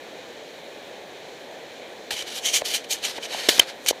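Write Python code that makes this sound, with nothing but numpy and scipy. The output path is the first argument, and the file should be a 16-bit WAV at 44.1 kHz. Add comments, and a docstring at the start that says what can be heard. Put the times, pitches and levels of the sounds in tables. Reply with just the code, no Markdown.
"""Gloved hand on the camera, by a river

From a wooden footbridge, the river below is a steady rush. After two seconds a leather glove takes
hold of the camera, right at the microphone: it sticks and slips over the housing in short strokes,
bumps it and snaps against it, twice hard enough to overload the microphone."""
import sys
import numpy as np
from scipy import signal
from scipy.fft import rfft, irfft
from scipy.io import wavfile

SR = 44100
rng = np.random.default_rng(int(sys.argv[2]) if len(sys.argv) > 2 else 0)


def store_wav(level_fs):
    """Save 16-bit WAV to argv[1]."""
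    pcm = np.round(np.clip(np.atleast_2d(level_fs), -1, 1) * 32767)
    wavfile.write(sys.argv[1], SR, pcm.T.astype(np.int16))


N = 176400
T = np.arange(N) / SR
HZ = np.arange(N // 2 + 1) * SR / N


def glove_rubs():
    """Leather slides over the housing: each stroke swells, holds and lets go, juddering slightly."""
    # strokes: (full pressure at [s], attack [s], hold [s], release [s], level [dB],
    # brightness [dB/octave], housing ring [dB])
    strokes = [ (2.114, .002, 0.02, .018, -29, -1.5, -6), (2.172, 0.011, 0.024, 0.032, -30, -2.5, -1),
               (2.278, 0.013, 0.046, 0.021, -36, -3, -5.5), (2.361, 0.018, 0.023, 0.017, -31, -1, -6),
               (2.46, .019, 0.02, 0.032, -21.5, 0, 4), (2.545, .012, .026, 0.019, -18.5, .8, 4),
               (2.616, .004, 0.0034, .001, -39, -6, -10), (2.654, 0.0077, 0.06, 0.018, -28.5, -0.5, -5.5),
               (2.748, 0.015, 0.011, .014, -20.5, 0, -2), (2.785, .010, .005, .040, -40.5, -4, -6),
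               (2.844, .003, .003, .006, -40.5, -1.5, 0), (2.913, .011, 0.019, 0.015, -23.5, 1.6, -1),
               (2.955, .010, .010, .050, -38.5, -4, -5), (3.033, 0.0085, 0.0094, .010, -33, -3, -7),
               (3.052, 0.0078, 0.0052, 0.0094, -22.5, -1.5, 0), (3.076, 0.013, 0.029, 0.024, -32, -3, -19),
               (3.163, 0.017, 0.017, 0.0053, -35, -5, -7), (3.236, .018, 0.019, 0.0093, -32, -3.5, -1.5),
               (3.334, 0.042, 0.137, 0.016, -31, -4.5, -8), (3.493, 0.0047, .008, 0.034, -22.5, -2, -10),
               (3.531, .015, 0.054, 0.028, -30.5, -2.5, -10), (3.580, 0.0026, 0.0015, 0.0009, -31, -2, -10),
               (3.613, 0.0054, 0.0054, 0.02, -30, -9.5, -11), (3.692, 0.024, .008, .016, -35, -6, -13),
               (3.855, .025, .010, .005, -47, 3, -6), (3.867, .001, .014, .010, -27.5, 0, -1),
               (3.8872, 0.0025, 0.0013, .003, -15, 4.5, -3), (3.894, 0.012, .016, 0.0034, -24, 0, -4.5), ]
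    edge_db, edge_bend = 9.5, 1.31   # fall over one attack or release time, and its curve
    judder_db, judder_hz = 0.92, 56
    force = rfft(leather_slips())
    rubs = 0
    for start, attack, hold, release, db, tilt_db, ring_db in strokes:
        edge = np.clip(np.maximum((start - T) / attack, (T - start - hold) / release), 0, 10)
        pressure = from_db(db - edge_db * edge ** edge_bend)
        rubs += pressure * through_housing(force, tilt_db, ring_db)
    return rubs * from_db(judder_db * drift(judder_hz))


def glove_snaps():
    """The leather catches, then snaps: a burst of slips flexes the shell and dies in milliseconds."""
    # snaps: (time [s], level [dB], decay [s], brightness [dB/octave], housing ring [dB])
    snaps = [ (2.1070, -20, 0.002, -3.5, -21), (2.1099, -21, 0.0027, -4.5, -21),
             (2.2239, -24.5, 0.0022, -2.5, -11), (2.619, -24, 0.0011, -9, -10),
             (3.185, -24, 0.0022, -16, -5), (3.408, -28, 0.0018, -3, -12),
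             (3.4880, -7.5, 0.0048, -1.5, -14), (3.4914, -6.5, 0.0018, -3.5, -4),
             (3.498, -21, 0.0096, 1, -12), (3.5863, -21, .0015, -14, -13), (3.595, -5, 0.0022, 4.5, -0.5),
             (3.5973, -3, 0.0021, -4.5, -10), (3.8627, -15.5, 0.0015, -2.5, 2), ]
    rise_s = 0.00049
    shell_flex = from_db(3.5 * resonance(centre_hz=2120, width_hz=1200))
    force = rfft(leather_slips()) * shell_flex
    bursts = 0
    for start, db, decay, tilt_db, ring_db in snaps:
        envelope = np.exp(-np.clip(np.maximum((start - T) / rise_s, (T - start) / decay), 0, 20))
        bursts += from_db(db) * envelope * through_housing(force, tilt_db, ring_db)
    return bursts


def leather_slips():
    """The leather's grain sticks and slips: dense clicks of uneven size over a smooth hiss."""
    slips_per_s, spread_db, hiss_share = 4500, 3.5, 0.63
    sizes = from_db(spread_db * np.minimum(rng.exponential(1, N), 4))
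    signs = rng.choice([-1, 1], N)
    clicks = rms_one(sizes * signs * (rng.random(N) < slips_per_s / SR))
    return np.sqrt(1 - hiss_share) * clicks + np.sqrt(hiss_share) * rng.standard_normal(N)


def through_housing(force, tilt_db, ring_db):
    """A force spectrum reaches the microphone through the housing, whose ring a firm grip damps."""
    # spectrum of leather sliding on the housing: (frequency [Hz], level [dB])
    friction = [(60, -30), (300, -14), (750, -6), (1150, -15.5), (1750, -6), (2700, -7), (3400, 0),
                (4300, 2), (5100, -3), (6200, -3.5), (7600, -7), (10000, -8.5), (13000, -11.5),
                (15500, -23)]
    # resonances of the housing: (frequency [Hz], width [Hz], level [dB])
    modes = [(1850, 160, -19), (2347, 150, 5.5), (3065, 173, 11.5), (5830, 250, 2), (6500, 710, 2),
             (8450, 810, -6)]
    grip_db, grip_step_hz = 1.5, 201.8   # each new grip colours the housing a little differently
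    ring_power = sum(from_db(db + ring_db) ** 2 * resonance(hz, width) for hz, width, db in modes)
    bass_cut = np.minimum(HZ / 2000, 1) ** 4
    colour = np.sqrt(spectrum_gain(friction) ** 2 + ring_power * bass_cut)
    tilt = from_db(tilt_db * np.log2(np.maximum(HZ, 1500) / 4000))
    grip = from_db(grip_db * np.interp(HZ / grip_step_hz, np.arange(128), rng.standard_normal(128)))
    return rms_one(irfft(force * tilt * grip * colour, N))


def housing_squeak():
    """The hardest snap drives the housing's main resonance for a moment; then it rings out."""
    start_s, pitch_hz, level_db = 3.5968, 3108, 4.7
    rise_s, hold_s, decay_s = 0.00066, 0.002, 0.0018
    age = T - start_s
    envelope = np.clip(age / rise_s, 0, 1) * np.exp(-np.clip((age - hold_s) / decay_s, 0, 20))
    return from_db(level_db) * envelope * np.sin(2 * np.pi * pitch_hz * age)


def finger_bumps():
    """Fingers knock dully on the camera body; pushes of the hand add low thuds."""
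    # finger contacts: (time [s], level [dB], pitch [Hz], rise [s])
    bumps = [ (2.114, -30, 806, 0.0037), (2.6199, -14.5, 530, 0.0012), (3.1815, -23.5, 730, 0.0018),
             (3.3465, -20.5, 743, 0.0016), (3.487, -8.5, 387, 0.0017), (3.580, -27, 298, 0.0026),
             (3.5955, -10, 373, 0.0012), (3.9090, -10.5, 483, .0013), (3.929, -30, 910, 0.0017), ]
    # pushes of the hand: (time [s], level [dB])
    pushes = [(2.127, -48), (2.228, -55), (2.62, -53), (3.49, -50), (3.596, -44), (3.907, -50)]
    knocks = sum(from_db(db) * soft_knock(start, hz, rise) for start, db, hz, rise in bumps)
    thuds = sum(from_db(db) * soft_knock(start, hz=55, rise_s=0.0066) for start, db in pushes)
    return knocks + thuds


def soft_knock(start, hz, rise_s):
    """Velocity of a heavily damped swing that builds up under a soft contact."""
    age = np.maximum(T - start, 0)
    envelope = (age / rise_s * np.exp(1 - np.minimum(age / rise_s, 20))) ** 2
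    swing = envelope * np.sin(2 * np.pi * hz * age)
    return np.diff(swing, prepend=0) * SR / (2 * np.pi * hz)


def river():
    """White water below the bridge: broad noise whose octaves each flutter a little on their own."""
    # spectrum of the rushing water: (frequency [Hz], level [dB])
    rush = [(25, -42), (60, -26), (100, -20.5), (160, -14), (250, -8), (380, -3.5), (510, 1), (800, -6),
            (1050, -13.5), (1300, -18), (1750, -10), (2000, -13), (2450, -10.5), (2720, -18.5), (3050, -13),
            (3400, -13.5), (4100, -13.5), (4900, -25), (5900, -23), (6900, -24), (8300, -32), (11000, -35),
            (15500, -37.5)]
    level_db, flutter_db, flutter_hz = -40.5, 0.66, 6.5
    water = rfft(rng.standard_normal(N)) * spectrum_gain(rush)
    octave = np.floor(np.log2(np.maximum(HZ, 125) / 125))
    flow = 0
    for k in np.unique(octave):
        band = irfft(water * (octave == k), N)
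        flow += band * from_db(flutter_db * drift(flutter_hz))
    return from_db(level_db) * rms_one(flow)


def from_db(db):
    """Decibels to gain."""
    return 10 ** (np.asarray(db) / 20)


def rms_one(x):
    """Scale to an rms of 1."""
    return x / np.sqrt(np.mean(x ** 2) + 1e-20)


def resonance(centre_hz, width_hz):
    """A bell of height 1 over frequency, width_hz wide at half height."""
    return 1 / (1 + (2 * (HZ - centre_hz) / width_hz) ** 2)


def spectrum_gain(points):
    """Gain at every frequency from (frequency [Hz], level [dB]) points."""
    hz, db = np.transpose(points)
    return from_db(np.interp(np.log(HZ + 1), np.log(hz), db))


def drift(rate_hz):
    """Random wander, mostly slower than rate_hz, with an rms of 1."""
    return rms_one(irfft(rfft(rng.standard_normal(N)) / (1 + (HZ / rate_hz) ** 2), N))


def scene():
    """One microphone on the footbridge: the river below, the glove right up close."""
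    return (river() + glove_rubs() + glove_snaps() + housing_squeak() + finger_bumps())[None]


def record(dry):
    """The microphone overloads on the hardest peaks; a steep low-pass cuts the highest treble."""
    overload, cutoff_hz = 0.84, 15500
    clipped = np.clip(dry, -overload, overload)
    return signal.sosfilt(signal.ellip(10, .1, 70, cutoff_hz, fs=SR, output="sos"), clipped)


dry = scene()
out = record(dry)
store_wav(out)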